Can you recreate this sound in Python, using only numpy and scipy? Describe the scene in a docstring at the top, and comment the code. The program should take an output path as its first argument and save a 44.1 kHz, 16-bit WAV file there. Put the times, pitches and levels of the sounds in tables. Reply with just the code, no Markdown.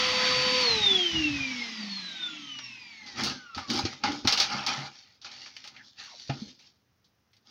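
"""A shop vacuum's motor whines at full speed, is switched off and coasts to rest near a small microphone indoors.
Its tones are multiples of the shaft rate, coloured by housing and outlet; its air is shaped turbulent noise.
Then the plastic lid is unlatched, dragged off the drum and knocked about; dry debris and the filter rustle.
Friction is stroked noise, knocks are decaying noise, thuds are pushed resonances and slides are gliding noise.
A short diffuse tail and a quiet room lie behind; microphone and input limit band and peaks."""
import sys
import numpy as np
from scipy import signal
from scipy.fft import rfft, irfft, next_fast_len
from scipy.io import wavfile
from scipy.ndimage import uniform_filter1d, map_coordinates

SR = 44100
rng = np.random.default_rng(int(sys.argv[2]) if len(sys.argv) > 2 else 0)


def inscribe(sig):
    """Save sig as 16-bit PCM at rate SR to the path in sys.argv[1].

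    A 1-D sig is mono; a 2-D sig holds one channel per row.
    Samples are clipped to [-1, 1] before scaling.
    """
    pcm = np.round(np.clip(np.atleast_2d(sig).T, -1, 1) * 32767)
    wavfile.write(sys.argv[1], SR, pcm.astype(np.int16))


N = 330750


def amp(db):
    """Level law: decibels to an amplitude ratio."""
    return 10 ** (np.asarray(db) / 20)


def unit(x):
    """Normalisation to an rms of 1."""
    return x / np.sqrt(np.mean(x ** 2) + 1e-20)


def along(points, hz):
    """Interpolation of (frequency, value) points on a logarithmic frequency axis."""
    f, v = np.transpose(points)
    return np.interp(np.log(hz + 1), np.log(f + 1), v)


def wobble(rate):
    """Slow random modulation: a smooth curve through random knots, rate of them a second."""
    knots = rng.standard_normal(int(N * rate / SR) + 4)
    return map_coordinates(knots, [np.arange(N) * rate / SR])


def filtered(x, response):
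    """Linear filtering: the spectrum times a complex response of frequency."""
    m = next_fast_len(N + SR // 2)
    return irfft(rfft(x, m) * response(np.fft.rfftfreq(m, 1 / SR)), m)[..., :N]


def ringing(modes):
    """Modal superposition: a sum of causal resonances of alternating sign."""
    def response(f):
        total = 0
        for k, (centre, width, db) in enumerate(modes):
            damping = 1j * f * width
            total = total + (-1) ** k * amp(db) * damping / (centre * centre - f * f + damping)
        return total
    return response


def shaped(points):
    """Spectral colouring: a real gain of frequency."""
    return lambda f: amp(along(points, f))


def rush(response, grit_db, streak_db=0):
    """Coloured noise of rms 1: grit makes it lumpy, streaks are narrow resonances that come and go."""
    gritty = rng.standard_normal(N) * amp(grit_db * wobble(400))
    spectrum = signal.stft(gritty, nperseg=512)[2]
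    field = uniform_filter1d(rng.standard_normal(spectrum.shape), size=2, axis=0)  # across frequency
    field = uniform_filter1d(field, size=12, axis=1)  # across time
    streaked = signal.istft(spectrum * amp(streak_db * unit(field)), nperseg=512)[1][:N]
    return unit(filtered(streaked, response))


ATTACK_S, RELEASE_S = 0.059, 0.31  # time to rise by 30 dB; time to fall by 60 dB


def strokes(rows):
    """Energy addition: strokes rise, hold and die exponentially; one gain for each level column."""
    start, length, db, *over = np.transpose(rows)[..., None]
    t = np.arange(0, N / SR + .01, .002)
    rise_db = 30 * np.clip(start - t, 0, 9) / ATTACK_S
    fall_db = 60 * np.clip(t - start - length, 0, 9) / RELEASE_S
    shape_db = db - rise_db - fall_db
    gains = []
    for over_db in [0, *over]:
        power = np.sum(amp(2 * (shape_db + over_db)), 0)
        gains.append(np.interp(np.arange(N) / SR, t, np.sqrt(power)))
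    return gains


# Spectrum of the quiet room: (frequency [Hz], relative density [dB])
QUIET_ROOM = [(25, -14.5), (100, 9), (300, -2), (600, -7.5), (1500, -9), (3000, -14), (4500, -14.5),
              (6000, -10.5), (16000, -8)]


def hush():
    """Stationary background noise: a faint coloured rush."""
    return amp(-65.5) * rush(shaped(QUIET_ROOM), grit_db=-0.5)


def room(x):
    """Diffuse reverberation: exponentially decaying noise convolved with the sound."""
    t = np.arange(SR // 2) / SR
    tail = rng.standard_normal(len(t)) * amp(-60 * t / 0.12)  # t60 0.12 s
    delayed = np.pad(x, (300, 0))  # samples
    return signal.fftconvolve(delayed, tail / np.linalg.norm(tail))[:N]


# Low handling rumble at the microphone: (time [s], length [s], rumble level [dB])
HANDLING_RUMBLES = [(0, 0.58, -48), (.72, 0.12, -40), (1.15, .26, -38), (1.5, 0.036, -49.5)]
# Spectrum of the rumble: (frequency [Hz], relative density [dB])
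RUMBLE_COLOUR = [(25, -33), (60, 0), (130, 0), (170, -1.5), (250, -24)]


def handling_rumble():
    """Low-frequency contact noise: low handling rumble at the microphone, in strokes."""
    return strokes(HANDLING_RUMBLES)[0] * amp(3 * wobble(12)) * rush(shaped(RUMBLE_COLOUR), grit_db=1)


# Resonances of the plastic lid: (frequency [Hz], width [Hz], relative level [dB])
LID_MODES = [(590, 78, -10.5), (772, 38, 2.5), (835, 66, 3), (977, 200, -6), (1240, 88, 1), (1433, 200, -4),
             (1772, 42, -6.5)]
# Resonances of the drum: (frequency [Hz], width [Hz], relative level [dB])
DRUM_MODES = [(80.5, 71, -5.5), (139, 14, 2.5), (198, 23, 4), (254, 41, 6.5), (297, 44, 7.5),
              (351, 202, -3.5), (610, 89, -9)]
# Thuds: (time [s], relative tone level [dB], tone frequency [Hz], rise time constant [s], t60 [s],
#         relative push level [dB])
THUD_EVENTS = [(0.36, -27, 137.6, 0.051, 0.22, -69), (3.211, -25.5, 215, 0.013, 0.21, -34.5),
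               (3.564, -37.5, 88, 0.0083, 0.21, -31), (3.693, -19, 234.3, 0.014, 0.11, -37.5),
               (3.837, -27, 98.2, 0.0023, 0.16, -54.5), (3.852, -16.5, 305, 0.0016, 0.034, -30.5),
               (4.036, -24, 837, 0.002, 0.25, -26), (4.081, -18, 290.5, 0.018, 0.32, -50),
               (4.246, -25.5, 92.5, 0.0045, 0.13, -20.5), (4.547, -27.5, 204.8, 0.0022, 0.13, -29.5),
               (4.771, -24, 139.8, 0.06, 0.22, -69), (6.294, -22.5, 138, 0.0028, 0.13, -23),
               (6.298, -29, 683, 0.0012, 0.077, -56), (6.419, -25, 213, 0.0029, 0.064, -58)]


def thuds():
    """Impulsive excitation: a soft push rings drum and lid; one hollow tone swells and dies above the rest."""
    hollow, push = np.zeros((2, N + SR))
    t = np.arange(SR // 2) / SR
    for s, db, hz, rise, t60, push_db in THUD_EVENTS:
        at = slice(round(s * SR), round(s * SR) + len(t))
        swell = amp(db + 1.5 - 60 * t / t60) * (1 - np.exp(-t / rise))
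        hollow[at] += swell * np.sin(2 * np.pi * hz * t)
        push[at] += amp(push_db + 25.0 - 60 * t / 0.014) * rng.standard_normal(len(t))
    drum = filtered(push[:N], ringing(DRUM_MODES))
    lid = amp(-22.0) * filtered(push[:N], ringing(LID_MODES))
    return hollow[:N] * amp(1.3 * wobble(40)) + drum + lid


# Spectra of contact noise: (frequency [Hz], relative density [dB])
RASP_COLOUR = [(2500, -20), (3300, -5.5), (4200, -2), (4600, 1), (5000, -3), (5700, -4), (7000, -6),
               (9000, -17)]
SCUFF_COLOUR = [(1100, -24.5), (1700, -6), (2200, -0.5), (2700, -1.5), (3300, -4), (4200, -25)]
FIZZ_COLOUR = [(6500, -22), (8000, 4), (12000, 12.5), (14000, 4), (16000, 3)]
# Knocks and ticks: (time [s], relative crack level [dB], scuff over crack [dB], lid over crack [dB],
#                    relative fizz level [dB], t60 of the shared decay [s])
KNOCK_EVENTS = [(0.609, -18, -20, -28, -33, 0.21), (2.588, -27, -2, -7, -38, 0.055),
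                (3.0634, -34, -9, -29, -43, 0.44), (3.1823, -44, -9, 10, -35, 0.35),
                (3.2356, -17.5, -21, -27, -23.5, 0.36), (3.548, -26, -12, -11, -39, 0.14),
                (3.5767, -29.5, -3.5, 5, -31, 0.19), (3.7007, -14.5, -11.5, -17, -31, 0.097),
                (3.7892, -17, -26, -2, -30, 0.067), (3.852, -19.5, -6.5, -10, -56, 0.14),
                (3.9287, -43.5, -10, 8, -42, 0.048), (4.0367, -18.5, -3, 3.5, -42, 0.25),
                (4.1189, -22.5, -23, -17, -35.5, 0.079), (4.2501, -24, -5.5, 2, -41, 0.061),
                (4.2736, -6, -10, -12, -34.5, 0.15), (4.3246, -8.5, -16, -18, -32, 0.11),
                (4.375, -13, -12, -15, -32.5, 0.18), (4.4, -8.5, -14, -17, -31.5, 0.18),
                (4.6647, -13.5, -10, -10.5, -33.5, 0.17), (5.215, -37.5, -23, -39, -45, 0.29),
                (5.2462, -30, -20, -7, -48, 0.19), (5.3152, -34.5, -22, -27, -38, 0.11),
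                (5.4604, -33.5, -5.5, -6, -47, 0.15), (5.5661, -27.5, -2.5, -31, -36, 0.047),
                (5.641, -34.5, -4.5, -9, -32, 0.25), (5.675, -30, -10, -15, -28, 0.061),
                (5.7638, -42, 2, -15, -47, 0.16), (6.038, -34.5, -6, -25, -31, 0.11),
                (6.2979, -29.5, 2, 4, -51, 0.11), (6.5924, -44.5, -8, -15, -31.5, 0.37),
                (7.0438, -51.5, -27, -26, -31, 0.151), (7.3325, -51.5, -5, -19, -29, 0.13),
                (7.3669, -51.5, -13, -23.5, -27, 0.078)]


def shaken(envelope, response):
    """Random excitation: noise under an envelope through a response of normalised power."""
    mean_power = np.mean(abs(response(np.linspace(1, SR / 2, 4000))) ** 2)
    return filtered(envelope[:N] * rng.standard_normal(N), response) / np.sqrt(mean_power)


def knocks():
    """Impact and decay: each contact is a crack and a dying rattle."""
    rasp, scuff, lid, fizz = np.zeros((4, N + SR))
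    t = np.arange(SR // 2) / SR
    for s, db, scuff_db, lid_db, fizz_db, t60 in KNOCK_EVENTS:
        at = slice(round(s * SR), round(s * SR) + len(t))
        crack = 1 + 0.22 * amp(-60 * t / .012)
        fall = amp(db - 8 - 60 * t / max(t60, .01)) * crack
        rasp[at] += fall
        scuff[at] += amp(scuff_db) * fall
        lid[at] += amp(lid_db) * fall * amp(-60 * t / 0.49)
        fizz[at] += amp(fizz_db + 43) * fall * amp(-60 * t / 0.39)
    direct = shaken(rasp, shaped(RASP_COLOUR)) + shaken(scuff, shaped(SCUFF_COLOUR))
    return direct + shaken(lid, ringing(LID_MODES)) + shaken(fizz, shaped(FIZZ_COLOUR))


# Hollow scrapes: (time [s], length [s], start frequency [Hz], end frequency [Hz], relative level [dB])
SLIDE_EVENTS = [(5.765, .05, 2300, 1700, -54), (6.0, .15, 2000, 700, -58)]
SLIDE_KNOTS = 550  # random knots per second; more widen the band


def slides():
    """Quadrature modulation: random curves on a falling carrier make a band of noise that glides down."""
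    time, out = np.arange(N) / SR, np.zeros(N)
    for s, length, from_hz, to_hz, db in SLIDE_EVENTS:
        hz = np.interp(time, [s, s + length], [from_hz, to_hz])
        gate = np.interp(time, [s - .015, s, s + length, s + length + 0.027], [0, 1, 1, 0])
        turn = 2 * np.pi * np.cumsum(hz) / SR
        band = wobble(SLIDE_KNOTS) * np.sin(turn) + wobble(SLIDE_KNOTS) * np.cos(turn)
        out += amp(db + 3 * wobble(60)) * gate * band
    return out


# Plastic and debris rubbing: (time [s], length [s], rasp level [dB], scuff over rasp [dB],
#                             lid over rasp [dB], drum over rasp [dB])
RUBBING_STROKES = [(3.06, 0.067, -52, -14, -4, -6.5), (3.19, 0.094, -31.5, -6.5, -6, -4.5),
                   (3.58, 0.028, -43.5, -4, -5.5, -8), (3.71, 0.074, -30, -9, -10, -2.5),
                   (3.85, 0.087, -42, -5.5, -9, -8), (4.06, 0.026, -36.5, 0, 1, 4),
                   (4.14, 0.072, -42.5, -19, -10, -6), (4.29, 0.16, -30, -2, -6, -19.5),
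                   (4.5, 0.11, -36.5, -0.5, 1.5, -6.5), (4.69, 0.045, -33, -1.5, -2.5, -11.5),
                   (4.76, 0.081, -39, -4.5, -3, -8), (4.92, 0.068, -50.5, -8.5, -19, -31),
                   (5.04, 0.075, -57, -7.5, -14, -21), (5.26, 0.026, -49.5, 3.5, -1, -14),
                   (5.33, .13, -46, -9.5, -18, -18), (5.52, 0.15, -52.5, -7, -16, -20),
                   (5.72, 0.083, -59, -6, -3, -5.5), (5.84, 0.05, -53, -25, -29, -21),
                   (5.99, 0.075, -46, -4, -14, -25), (6.07, 0.22, -46, -13.5, -40, -28),
                   (6.33, .04, -46, -8, -7, 1.5), (6.4, 0.088, -46, -14.5, -32, -8.5),
                   (6.61, 0.062, -57.5, -13.5, -19, -15), (7.48, 0.072, -54, -11.5, -12.5, -15)]
FIZZ_DB, FIZZ_GROWS = 19, 1.4  # gain [dB] and power of the rasp gain: harder rubbing is brighter


def rubbing():
    """Stick-slip friction: gritty noise heard directly and through the lid and the drum."""
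    rasp, scuff, lid, drum = strokes(RUBBING_STROKES)
    fizz = amp(FIZZ_DB) * rasp ** FIZZ_GROWS
    snag = wobble(45)  # the surfaces catch and let go
    catch = amp(1.5 * snag)
    rasp = rasp * catch * rush(shaped(RASP_COLOUR), grit_db=2.5, streak_db=3)
    scuff = scuff * catch * rush(shaped(SCUFF_COLOUR), grit_db=2.5, streak_db=4)
    lid = lid * catch * rush(ringing(LID_MODES), grit_db=2.5)
    drum = drum * amp(1.2 * wobble(25)) * rush(ringing(DRUM_MODES), grit_db=0.5)
    fizz = fizz * amp(3 * snag) * rush(shaped(FIZZ_COLOUR), grit_db=3.5)
    return rasp + scuff + lid + drum + fizz


FULL_HZ, OFF_S = 506.5, .6129  # shaft turns per second under power; the switch opens [s]
BRUSH_DRAG, BEARING_DRAG, AIR_DRAG = 54.5, 67.6, 388  # braking at full speed [Hz per s]
AIR_POWER = 2.43  # air drag grows with this power of speed


def shaft():
    """Rotational deceleration: steady turns per second, then braked to rest by air, bearings and brushes."""
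    share = np.linspace(1, 0, 4000)  # of full speed
    braking = BRUSH_DRAG + BEARING_DRAG * share + AIR_DRAG * share ** AIR_POWER
    reached_s = OFF_S + np.cumsum(FULL_HZ / len(share) / braking)
    return np.interp(np.arange(N) / SR, reached_s, FULL_HZ * share)


def speed_decades():
    """Logarithmic speed: shaft rate in decades relative to full speed."""
    return np.log10(shaft() / FULL_HZ + 1e-9)


# Spectra of the exhaust jet, the duct and the casing: (frequency [Hz], relative density [dB])
JET_COLOUR = [(1200, -39), (1900, 2), (2300, 3), (3200, 3), (3700, 3), (4300, -1), (6000, -2), (9000, -2),
              (16000, -2.5)]
DUCT_COLOUR = [(330, -8), (480, -8.5), (620, -5), (800, 0), (1300, 1), (1700, 0.5), (2200, -16.5)]
CASING_COLOUR = [(120, -43.5), (180, 1), (230, 5.5), (330, -4), (450, -29)]
# (level at full speed [dB], loss for a tenfold drop in speed [dB])
JET_AIR, DUCT_AIR, CASING_AIR = (-22, 36.1), (-34.5, 41.3), (-41.5, 30)


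def air():
    """Aerodynamic power law: turbulence in jet, duct and casing falls with shaft speed."""
    decades = speed_decades()
    jet_db, duct_db, casing_db = (db + loss_db * decades for db, loss_db in (JET_AIR, DUCT_AIR, CASING_AIR))
    jet = amp(jet_db + 0.59 * wobble(15)) * rush(shaped(JET_COLOUR), grit_db=0.5, streak_db=1.0)
    duct = amp(duct_db + 0.62 * wobble(17)) * rush(shaped(DUCT_COLOUR), grit_db=-1.5, streak_db=3.5)
    casing = amp(casing_db + 0.73 * wobble(16.0)) * rush(shaped(CASING_COLOUR), grit_db=4.0)
    return jet + duct + casing


BLADES, BARS = 9, 22  # fan blades; commutator bars
SHAKE_DB = 40  # loss for a tenfold drop in speed [dB]
ARC_DB = 13  # the commutator is louder while current flows [dB]
# Answers to unbalance, its octave and the fan blades: (frequency [Hz], level before speed and nearness [dB])
HOUSING_ANSWER = [(100, -54), (125, -39), (165, -51.5), (198, -27), (212, -27), (225, -40), (250, -27),
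                  (268, -32), (297, -22.5), (320, -27), (332, -36), (350, -31), (395, -33), (412, -48),
                  (430, -35), (510, -36)]
OCTAVE_ANSWER = [(200, -58), (250, -42), (300, -30), (350, -52), (420, -60), (470, -48), (600, -54),
                 (690, -56), (725, -40), (770, -45), (830, -36), (900, -45), (1013, -40.5)]
OUTLET_ANSWER = [(700, -51), (830, -37.5), (1100, -46), (1470, -34), (1740, -42), (2050, -37), (2280, -27),
                 (3300, -25.5), (3700, -23), (4050, -30), (4350, -24), (4560, -32)]
# The commutator tone at each pitch: (frequency [Hz], level without current, before nearness [dB])
COMMUTATOR_ANSWER = [(850, -70), (1200, -51), (1500, -56), (2000, -56), (3000, -47), (3900, -44),
                     (4600, -46), (5500, -51), (6500, -56), (8000, -52), (10500, -43)]
# The whine grows as the microphone nears: (time [s], gain [dB])
NEARNESS = [(0, -0.5), (.2, 2), (.45, 3.5)]
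# Blade harmonics: (multiple of the blade rate, full-speed level without current [dB])
BLADE_HARMONICS = [(2, -36), (3, -40)]
# Bar harmonics: (multiple of the bar rate, level at full speed [dB])
BAR_HARMONICS = [(2, -39), (3, -43), (4, -45)]
# Weaker orders heard once the current is off: (shaft order, level over the commutator tone [dB])
COASTING_ORDERS = [(5, -43.5), (7, -33.5), (8, -28), (13, -24.5), (15, -32), (18, -15), (20, -17),
                   (21, -17.5), (24, -15.5)]
# Shaft orders heard only while current flows: (shaft order, level [dB])
POWERED_ORDERS = [(.5, -51), (1.5, -55), (2.5, -42), (3.5, -49), (4, -46), (5, -51), (6, -44), (7, -49),
                  (8, -52), (10, -51), (11, -54)]


def motor():
    """Order synthesis: unbalance, fan blades and brushes crossing commutator bars sound at shaft multiples."""
    time, shaft_hz, decades = np.arange(N) / SR, shaft(), speed_decades()
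    near_db = np.interp(time, *np.transpose(NEARNESS))
    turn = 2 * np.pi * np.cumsum(shaft_hz) / SR
    current = np.interp(time, [OFF_S, OFF_S + .02], [1, 0])

    def tone(order, db):
        """Modal interference: a gliding tone sweeps through room resonances and breaks up."""
        breakup = (1 - current) * min(order / BLADES, 1)  # high orders flutter more deeply
        flutter = amp((1.3 + 2.4 * breakup) * wobble(90) + 2.8 * breakup * wobble(14))
        in_band = np.clip((SR / 2 - order * shaft_hz) / 2000, 0, 1)  # no aliasing
        phase = order * turn + (.12 + .6 * breakup) * wobble(40)
        return np.sqrt(2) * amp(db) * flutter * in_band * np.sin(phase)

    shake_db = near_db + SHAKE_DB * decades
    whine = tone(1, shake_db + along(HOUSING_ANSWER, shaft_hz))
    whine = whine + tone(2, shake_db + along(OCTAVE_ANSWER, 2 * shaft_hz))
    whine = whine + tone(BLADES, shake_db + along(OUTLET_ANSWER, BLADES * shaft_hz))
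    bar_db = along(COMMUTATOR_ANSWER, BARS * shaft_hz) + ARC_DB * current + near_db
    whine = whine + tone(BARS, bar_db)
    whine = whine + sum(tone(BLADES * k, db + 4 * current + 55 * decades) for k, db in BLADE_HARMONICS)
    whine = whine + sum(tone(BARS * k, db + 25 * decades) for k, db in BAR_HARMONICS)
    whine = whine + (1 - current) * sum(tone(round(order), bar_db + db) for order, db in COASTING_ORDERS)
    pull = sum(tone(order, db) for order, db in POWERED_ORDERS)
    sparks = amp(-24) * rush(shaped(FIZZ_COLOUR), grit_db=1.5)
    turning = np.clip(shaft_hz / 15 - 2.3, 0, 1)  # fades out at the slowest turns
    return whine * turning + current * (pull + sparks)


def scene():
    """Superposition: motor, air, rumble, and the switch click and lid contacts, with a diffuse tail on the
    click and contacts, over the room."""
    contacts = rubbing() + slides() + knocks() + thuds()
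    machine = motor() + air()
    return (machine + handling_rumble() + contacts + amp(-9.5) * room(contacts) + hush())[None]


# Response of the small microphone: (frequency [Hz], gain [dB])
MIC_RESPONSE = [(30, -15), (65, -2), (5500, -2), (6500, -9.5), (7800, -31), (10000, -41.5), (13500, -52),
                (15000, -34.5), (16000, -35.5)]
# Spectrum of the input's own hiss: (frequency [Hz], relative density [dB])
INPUT_HISS = [(6000, -22), (9000, -6), (13500, -5.5), (15000, 6), (16000, 1)]
TOP_HZ = 15830  # band limit


def record(dry):
    """Transducer limits: the microphone is dull above the upper mids; the input rounds peaks and cuts the band."""
    x = filtered(dry, shaped(MIC_RESPONSE)) + amp(-84.5) * rush(shaped(INPUT_HISS), grit_db=2.5)
    x = x / (1 + abs(x / .43) ** 3) ** (1 / 3)  # soft ceiling at 0.43 of full scale
    return filtered(x, lambda hz: hz < TOP_HZ)


dry = scene()
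out = record(dry)
inscribe(out)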